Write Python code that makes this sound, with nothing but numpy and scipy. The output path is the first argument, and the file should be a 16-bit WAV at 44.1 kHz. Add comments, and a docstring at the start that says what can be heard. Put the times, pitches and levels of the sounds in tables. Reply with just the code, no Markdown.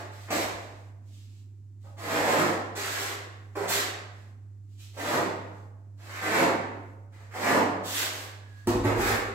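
"""Gritty scrapes echo through a bare room: a steel trowel spreads plaster high on a wall, some metres from
a camera's two microphones. Sand under the blade shakes wall and steel, and most of the sound arrives as
reverberation. Now and then the trowel taps and scrapes a second tool, which rings; near the end it knocks
on a plastic bucket. A trestle sways, and mains hum and faint street rumble stay throughout."""
import sys
import numpy as np
from scipy import signal
from scipy.fft import rfft, irfft, next_fast_len
from scipy.io import wavfile
from scipy.ndimage import uniform_filter1d, map_coordinates

SR = 44100
rng = np.random.default_rng(int(sys.argv[2]) if len(sys.argv) > 2 else 0)


def bounce(signal):
    """Save signal as a 16-bit WAV file at the path given by the first command-line argument."""
    frames = np.transpose(np.atleast_2d(signal))
    limited = np.clip(frames, -1, 1)
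    pcm = np.round(limited * 32767).astype(np.int16)
    wavfile.write(sys.argv[1], SR, pcm)


N = 411894
LEAD = SR // 4  # samples played ahead, so that the room already rings at the start
T = (np.arange(N + LEAD) - LEAD) / SR


def amp(db):
    return 10 ** (np.asarray(db) / 20)


def unit(x):
    return x / np.sqrt(np.mean(x ** 2) + 1e-20)


def along(points, hz):
    """Read (Hz, value) points on a log frequency axis."""
    f, v = np.transpose(points)
    return np.interp(np.log(hz + 1), np.log(f + 1), v)


def filtered(x, response):
    """x through a response given as a function of Hz."""
    size = next_fast_len(x.shape[-1] + SR // 2)
    return irfft(rfft(x, size) * response(np.fft.rfftfreq(size, 1 / SR)), size)[..., :x.shape[-1]]


def coloured(x, spectrum):
    """x shaped by (Hz, dB) points."""
    return filtered(x, lambda hz: amp(along(spectrum, hz)))


def resonant(modes):
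    """The response of (Hz, width Hz, dB) modes."""
    return lambda f: sum((-1) ** k * amp(db) * 1j * f * width / (hz * hz - f * f + 1j * f * width)
                         for k, (hz, width, db) in enumerate(modes))


def wobble(rate):
    """A smooth random curve, rate knots a second."""
    knots = rng.standard_normal(int(len(T) * rate / SR) + 4)
    return map_coordinates(knots, [np.arange(len(T)) * rate / SR])


def diffuse(pair, spacing_m=0.17):
    """Two signals become left and right, as alike as sound from all sides is at spaced microphones."""
    turn = lambda hz: np.arccos(np.clip(0.92 * np.sinc(2 * hz * spacing_m / 343), -1, 1)) / 2
    mid, side = filtered(pair, lambda hz: np.array([np.cos(turn(hz)), np.sin(turn(hz))]))
    return np.array([mid + side, mid - side])


def grains(rate, spread_db):
    """Sand crushed under the edge: rate random clicks a second, of scattered size."""
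    chance, side = rng.random((2, len(T)))
    size = amp(spread_db * np.clip(rng.standard_normal(len(T)), -2, 2))
    return (chance < rate / SR) * np.sign(side - .5) * size


def blows(table, modes, rise_s):
    """Each blow is a short click and the struck thing's modes, at new strengths."""
    out, t = np.zeros(len(T) + SR), np.arange(SR // 2) / SR
    for start, db, click_db in table:
        ring = sum(amp(level + rng.normal(0, 1.5) - 60 * t / t60) * np.sin(2 * np.pi * hz * t)
                   for hz, level, t60 in modes)
        click = amp(click_db - 60 * t / 0.022) * rng.standard_normal(len(t))
        out[LEAD + round(start * SR):][:len(t)] += amp(db) * ring * (1 - np.exp(-t / rise_s)) + click
    return out[:len(T)]


# Room tone at the microphones. Each row: frequency in Hz, relative density in dB.
ROOM_TONE = [(15, -47.5), (28, -25.5), (45, -18), (75, 0), (125, -0.5), (165, -11), (260, -4), (370, -13.5),
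             (480, -26), (750, -31), (1500, -32.5), (3000, -35), (5500, -30), (7700, -27), (9300, -36),
             (12500, -35.5), (15500, -40.5)]

def room_tone():
    """Street rumble through the window and the hiss of the microphones."""
    return amp(-61.5) * unit(diffuse(coloured(rng.standard_normal((2, len(T))), ROOM_TONE)))


def mains_hum(hz=100.2, level_db=-46):
    """Twice the mains frequency, wavering a little, stronger at the right microphone."""
    level = amp(level_db + .6 * wobble(2.84) + 0.58 * wobble(16))
    return np.sqrt(2) * level * np.sin(2 * np.pi * hz * T) * amp([[-.9], [.9]])


# Shifts of weight on the trestle. Each row: time in seconds, level in dB.
WEIGHT_SHIFTS = [(.4, -52), (2.208, -58), (3.8, -68), (5.0, -65), (6.5, -62), (7.57, -64), (8.71, -33),
                 (9.0, -39)]

def trestle(rise_s=.06, t60_s=1.4, rest_db=-73.5):
    """Each shift of weight sends a deep rumble through the floor, alike at both microphones."""
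    rumble = filtered(rng.standard_normal(len(T)), resonant([(40, 9.2, -2), (61.3, 19, 0)]))
    level = amp(rest_db)
    for at, db in WEIGHT_SHIFTS:
        age = np.maximum(T - at + rise_s, 0)
        level = level + amp(db - 60 * age / t60_s) * np.minimum(age / rise_s, 1)
    return level * unit(rumble)


# The bare room around the microphones. Each row: frequency in Hz, 60 dB decay time in seconds.
ROOM_DECAY = [(100, 0.88), (400, 1), (1040, 0.96), (2200, 0.85), (3000, 0.76), (7280, 0.55), (14000, 0.33)]

def reverberation(x):
    """Bare walls return a diffuse tail, treble dying first; the tool moves, so the echoes change."""
    hop, delay = SR // 8, 180  # samples; the first echo comes 4 ms late
    hz, t = np.fft.rfftfreq(256, 1 / SR), np.arange(400) * 128 / SR
    fade = amp(-60 * t / along(ROOM_DECAY, hz)[:, None])
    fade /= np.linalg.norm(fade, axis=1, keepdims=True)  # the same energy at every frequency
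    window = np.sin(np.pi * np.arange(2 * hop) / (2 * hop))
    out = np.zeros((2, len(x) + 3 * SR))
    x = np.pad(x, (hop, 3 * hop))
    for at in range(0, len(T) + hop, hop):
        real, imag = rng.standard_normal((2, 2, *fade.shape))
        tail = signal.istft((real + 1j * imag) * fade, nperseg=256)[1]
        piece = x[at:at + 2 * hop] * window
        wet = signal.fftconvolve(piece[None], tail / np.linalg.norm(tail[0]), axes=1)
        out[:, at:at + wet.shape[1]] += wet
    return diffuse(out[:, hop - delay:][:, :len(T)])


def blade_shiver():
    """One mode of the blade rings faintly while the tool is carried."""
    level = np.interp(T, (8.3, 8.63, 8.68), amp([-68, -58, -120]), left=0)
    return level * unit(filtered(rng.standard_normal(len(T)), resonant([(1650, 45, 0)])))


# The bucket and the boards under it. Each row: mode in Hz, level in dB, 60 dB decay time in seconds.
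BUCKET_MODES = [(106.6, -5.5, 0.58), (245, 1, 0.087), (283.4, 2.5, 0.118), (354.4, 7, 0.093),
                (580, -12, 0.035), (858, -2, 0.073), (1880, -28, .05)]
# Knocks, away from the wall. Each row: start in seconds, ring level in dB, click level in dB.
BUCKET_KNOCKS = [(8.672, -15.5, -25.5), (8.75, -18.5, -50), (8.846, -15.5, -37.5), (8.99, -20.5, -50.5)]

def bucket_knocks():
    """The trowel strikes the plastic bucket, which answers low and hollow."""
    return blows(BUCKET_KNOCKS, BUCKET_MODES, rise_s=0.0054)


# The second tool's free steel. Each row: mode in Hz, level in dB, 60 dB decay time in seconds.
TOOL_MODES = [(401, 1, 0.24), (800, -5, 0.17), (1290, -16, 0.28), (1750, -30.5, .6), (1980, -19, .2),
              (3840, -32, 0.1)]
# Taps, facing the microphones. Each row: start in seconds, ring level in dB, click level in dB.
TOOL_TAPS = [(2.775, -31, -52), (3.568, -23, -51.5), (3.605, -25.5, -55), (3.66, -28.5, -56),
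             (7.342, -39, -60), (9.0, -24, -51.5), (9.025, -24, -39), (9.1, -23, -42.5)]

def tool_taps():
    """The trowel taps the second tool, which rings freely."""
    return blows(TOOL_TAPS, TOOL_MODES, rise_s=0.0027)


# Passes over the second tool. Each row: start and end in seconds, ring and hiss in dB re the grit gain.
CLEANING_PASSES = [(2.778, 3.192, -8.5, -17), (3.691, 3.902, -17, -11), (7.836, 8.348, -29, -9),
                   (8.954, 9.252, -10, -7)]

def blade_cleaning(grit_gain):
    """The blade is scraped clean: sand rings the second tool, and steel hisses on steel."""
    free_steel = resonant([(hz, np.log(1000) / np.pi / t60, db) for hz, db, t60 in TOOL_MODES])
    sand = grains(rate=3800, spread_db=1)
    ring_gain, hiss_gain = grit_gain * sum(np.outer(amp(levels), (T > start) * (T < end))
                                           for start, end, *levels in CLEANING_PASSES)
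    hiss = filtered(grains(rate=8300, spread_db=3), resonant([(12500, 6000, 0)]))
    ring = filtered(ring_gain * sand, free_steel) / np.std(filtered(sand, free_steel))
    return ring + hiss_gain * unit(hiss)


# The blade's bending modes, damped by plaster. Each row: frequency in Hz, width in Hz, level in dB.
BLADE_MODES = [(1113, 420, -1), (1680, 390, 4), (1952, 360, 7), (2300, 1290, -1.5)]

def blade_ring():
    """Sand drives the blade's modes; wet plaster damps the higher ones."""
    sand = grains(rate=4000, spread_db=4)
    return unit(filtered(sand, lambda hz: resonant(BLADE_MODES)(hz) / (1 + (hz / 2900) ** 6)))


# Catches up on the wall. Each row: start in seconds, ring level in dB, click level in dB.
RIDGE_CATCHES = [(.308, -32, -35.5), (1.86, -44.5, -65.5), (3.688, -33, -24.5), (3.11, -27.5, -52),
                 (4.98, -38, -44), (6.098, -36.5, -49), (6.222, -23, -47), (7.342, -22, -49)]

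def ridge_catches():
    """The edge catches on a ridge of plaster and jolts the damped blade."""
    modes = [(hz, db, np.log(1000) / np.pi / width) for hz, width, db in BLADE_MODES]
    return blows(RIDGE_CATCHES, modes, rise_s=.0015)


# Hiss at the blade's edge. Each row: frequency in Hz, relative density in dB.
GRIT_SPECTRUM = [(1200, -21.5), (2500, 0), (3800, 1.5), (6000, -2.5), (7900, -1), (9200, -11.5),
                 (12300, -7), (15000, -13), (17000, -21.5)]

def grit_hiss(gain, fizz_hz=9200, knee_db=-50.5, slope=0.27):
    """Dense grains hiss; light brushing is duller, as the top fades when gain is under the knee."""
    grit = coloured(grains(rate=9000, spread_db=0.5), GRIT_SPECTRUM)
    fizz = filtered(grit, lambda hz: 1 / (1 + (fizz_hz / (hz + 1)) ** 8))
    dullness = 1 - np.minimum(gain / amp(knee_db), 1) ** slope
    return unit(grit - fizz * dullness)


def stroke(lands, hardest, lifts, pressure_db, ring_db, hiss_db, swell_db, shape, bite_db, settle):
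    """Gains of thud, wall, blade and grit: the edge bites, presses, then eases off and lifts."""
    t = T[(T > lands) & (T < lifts)]
    bite = bite_db * np.exp(-(t - lands) / .012)
    fastest = max(hardest - 0.038, lands + 0.0039)  # speed peaks ahead of pressure
    swell = lambda top: bite - swell_db * np.clip((top - t) / (top - lands), 0, 1) ** shape
    ease = lambda top: -26.5 * np.clip((t - top) / (lifts - top), 0, 1) ** 1.85
    wall_db = pressure_db + swell(hardest) + ease(hardest)
    thud_db = -27 + 1.48 * (wall_db + 20)  # the thud grows faster than the pressure
    blade_db = ring_db + 0.89 * swell(fastest) + ease(fastest)
    grit_db = hiss_db + 0.76 * swell(fastest) + ease(fastest)
    touch = np.clip((t - lands) / max(settle, .002), 0, 1) * np.clip((lifts - t) / .02, 0, 1)
    return touch * amp([thud_db, wall_db, blade_db, grit_db])


# The low thud and the wall's rasp under the blade. 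Each row: frequency in Hz, relative density in dB.
THUD_SPECTRUM = [(60, -41), (110, -11), (170, -1), (260, 1), (400, -9), (800, -53.5)]
WALL_SPECTRUM = [(150, -42.5), (300, -1), (420, -2), (700, -1), (1200, -6), (2000, -25), (4000, -60)]
# Blade contacts, some metres from the microphones. Each row: landing, hardest moment and lift in
# seconds; pressure, ring, hiss and swell in dB; swell shape (1 steady, more rises early then levels);
# landing bite in dB; settling time in seconds.
TROWEL_STROKES = [ (-0.2, -0.045, 0.016, -39, -40.5, -45.5, 2, 1.5, -5.5, .01),
                  (0.093, 0.251, 0.37, -61, -54, -52.5, 10, 3.7, 2, .02),
                  (0.277, 0.299, 0.34, -35.5, -39, -56, 2, 1.8, 4.5, .01),
                  (0.303, 0.357, 0.52, -30, -31.5, -32.5, -2.5, 2.6, 6, 0.0033),
                  (0.502, 0.804, 0.87, -79, -69, -65.5, -13.5, 0.92, -1, .03),
                  (1.003, 1.196, 1.293, -85, -73, -59.5, 17, 0.88, 1, .04),
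                  (1.27, 1.408, 1.43, -85.5, -81, -67.5, 2.5, 1.5, -3.5, .03),
                  (1.796, 1.83, 2, -75, -73, -65.5, 1.5, 1.5, 2, .02),
                  (1.834, 1.864, 1.88, -42.5, -64, -63.5, 5, 1.4, 3, .015),
                  (1.965, 2.435, 2.567, -25.5, -29, -35.5, 20.5, 4.2, -1.5, .02),
                  (2.751, 3.1, 3.168, -40.5, -35, -36.5, 1, 0.81, 14.5, .01),
                  (3.551, 3.664, 3.67, -28, -36.5, -42.5, 9, 1.3, 14.5, .008),
                  (3.675, 3.76, 3.863, -32.5, -28, -26.5, 2.5, 1.4, 4.5, .008),
                  (4.104, 4.256, 4.25, -80, -72, -65.5, 1, 2, 3, .03),
                  (4.64, 4.75, 4.86, -85, -85, -70.5, 5.5, 1.5, 1, .03),
                  (4.771, 4.813, 4.94, -71, -66, -50.5, 4, 1.286, 0, .03),
                  (4.927, 4.963, 5.5, -50, -54, -49, 3, 1.5, 1.5, .02),
                  (4.965, 5.17, 5.24, -22, -28.5, -36, 13.5, 0.79, 9.5, .012),
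                  (5.5, 5.599, 5.6, -82, -79, -65.5, 3, 1.5, -1, .03),
                  (5.967, 6.092, 6.13, -48, -49, -51.5, 10, 1.3, 1, .04),
                  (6.091, 6.217, 6.25, -41.5, -35, -44, 7, 1.1, 8, .004),
                  (6.214, 6.413, 6.5, -22, -23, -33, 12, 1.12, 9.5, 0.0045),
                  (7.122, 7.22, 7.34, -58.5, -56.5, -63.5, -3.5, 1.5, 15, .015),
                  (7.302, 7.352, 7.37, -48, -40, -51, 4, 1.2, 2, .02),
                  (7.336, 7.526, 7.62, -18.5, -23.5, -32, 23, 1.22, 9, .006),
                  (7.828, 8.023, 8.072, -37, -29.5, -26, 17, 1.1, 2, .025),
                  (8.089, 8.2, 8.33, -45, -44, -41, -1, 0.94, 1, .03),
                  (8.454, 8.626, 10, -70, -68, -66, 3.5, 1.5, -2.5, .03),
                  (8.67, 8.701, 8.77, -29.5, -37, -38.5, -1, 1.5, 17, .008),
                  (8.831, 8.889, 8.98, -24, -30, -41, 8.5, 1.4, 1.5, .01),
                  (8.945, 9.109, 9.2, -25, -23.5, -31, 20.5, 1.2, 1, .02), ]

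def trowel():
    """Sand grains drive the wall, the steel and a bright hiss, each as hard as the stroke asks."""
    gains = np.zeros((4, len(T)))
    for lands, hardest, lifts, *touch in TROWEL_STROKES:
        gains[:, (T > lands) & (T < lifts)] += stroke(lands, hardest, lifts, *touch)
    gains *= amp(1.69 * wobble(28))  # the blade judders over the uneven coat
    thud_gain, wall_gain, blade_gain, grit_gain = gains
    thud = thud_gain * unit(coloured(grains(rate=1700, spread_db=2), THUD_SPECTRUM))
    wall = wall_gain * unit(coloured(grains(rate=2500, spread_db=3), WALL_SPECTRUM))
    blade = blade_gain * blade_ring()
    grit = grit_gain * grit_hiss(grit_gain)
    return thud + wall + blade + grit + blade_cleaning(grit_gain)


def scene():
    """From across the room, scrapes are mostly echo; taps and knocks, off the wall, are more direct."""
    scrape = trowel() + ridge_catches() + blade_shiver()
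    struck = tool_taps() + bucket_knocks()
    direct = amp(-11) * scrape + amp(-3.5) * struck
    direct = np.array([np.roll(direct, 5), direct])  # the right microphone is a little nearer
    echo = reverberation(amp(-0.94) * scrape + amp(-5.0) * struck)
    return (direct + echo + mains_hum() + room_tone() + trestle())[:, LEAD:]


def suppress_treble(x, knee_db=-69.5, depth_db=8, slope=2.21):
    """The camera turns its treble down when little is there."""
    treble = filtered(x, lambda hz: 1 / (1 + (2500 / (hz + 1)) ** 4))
    power = uniform_filter1d(np.mean(treble ** 2, axis=0), size=1800)
    level_db = 10 * np.log10(np.abs(power) + 1e-12)
    gain_db = np.clip(slope * (level_db - knee_db), -depth_db, 0)
    return x + treble * (amp(gain_db) - 1)


# Balance of the camera's microphones. Each row: frequency in Hz, left minus right in dB.
MIC_BALANCE = [(60, -2), (300, -1), (700, -3), (1650, -0.5), (5000, -3), (9000, -2), (15000, 4)]

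def record(dry, top_hz=15800):
    """Two slightly unequal microphones, then treble suppression and a band limit."""
    pair = filtered(dry, lambda hz: amp(np.outer([.5, -.5], along(MIC_BALANCE, hz))))
    return filtered(suppress_treble(pair), lambda hz: hz < top_hz)


dry = scene()
out = record(dry)
bounce(out)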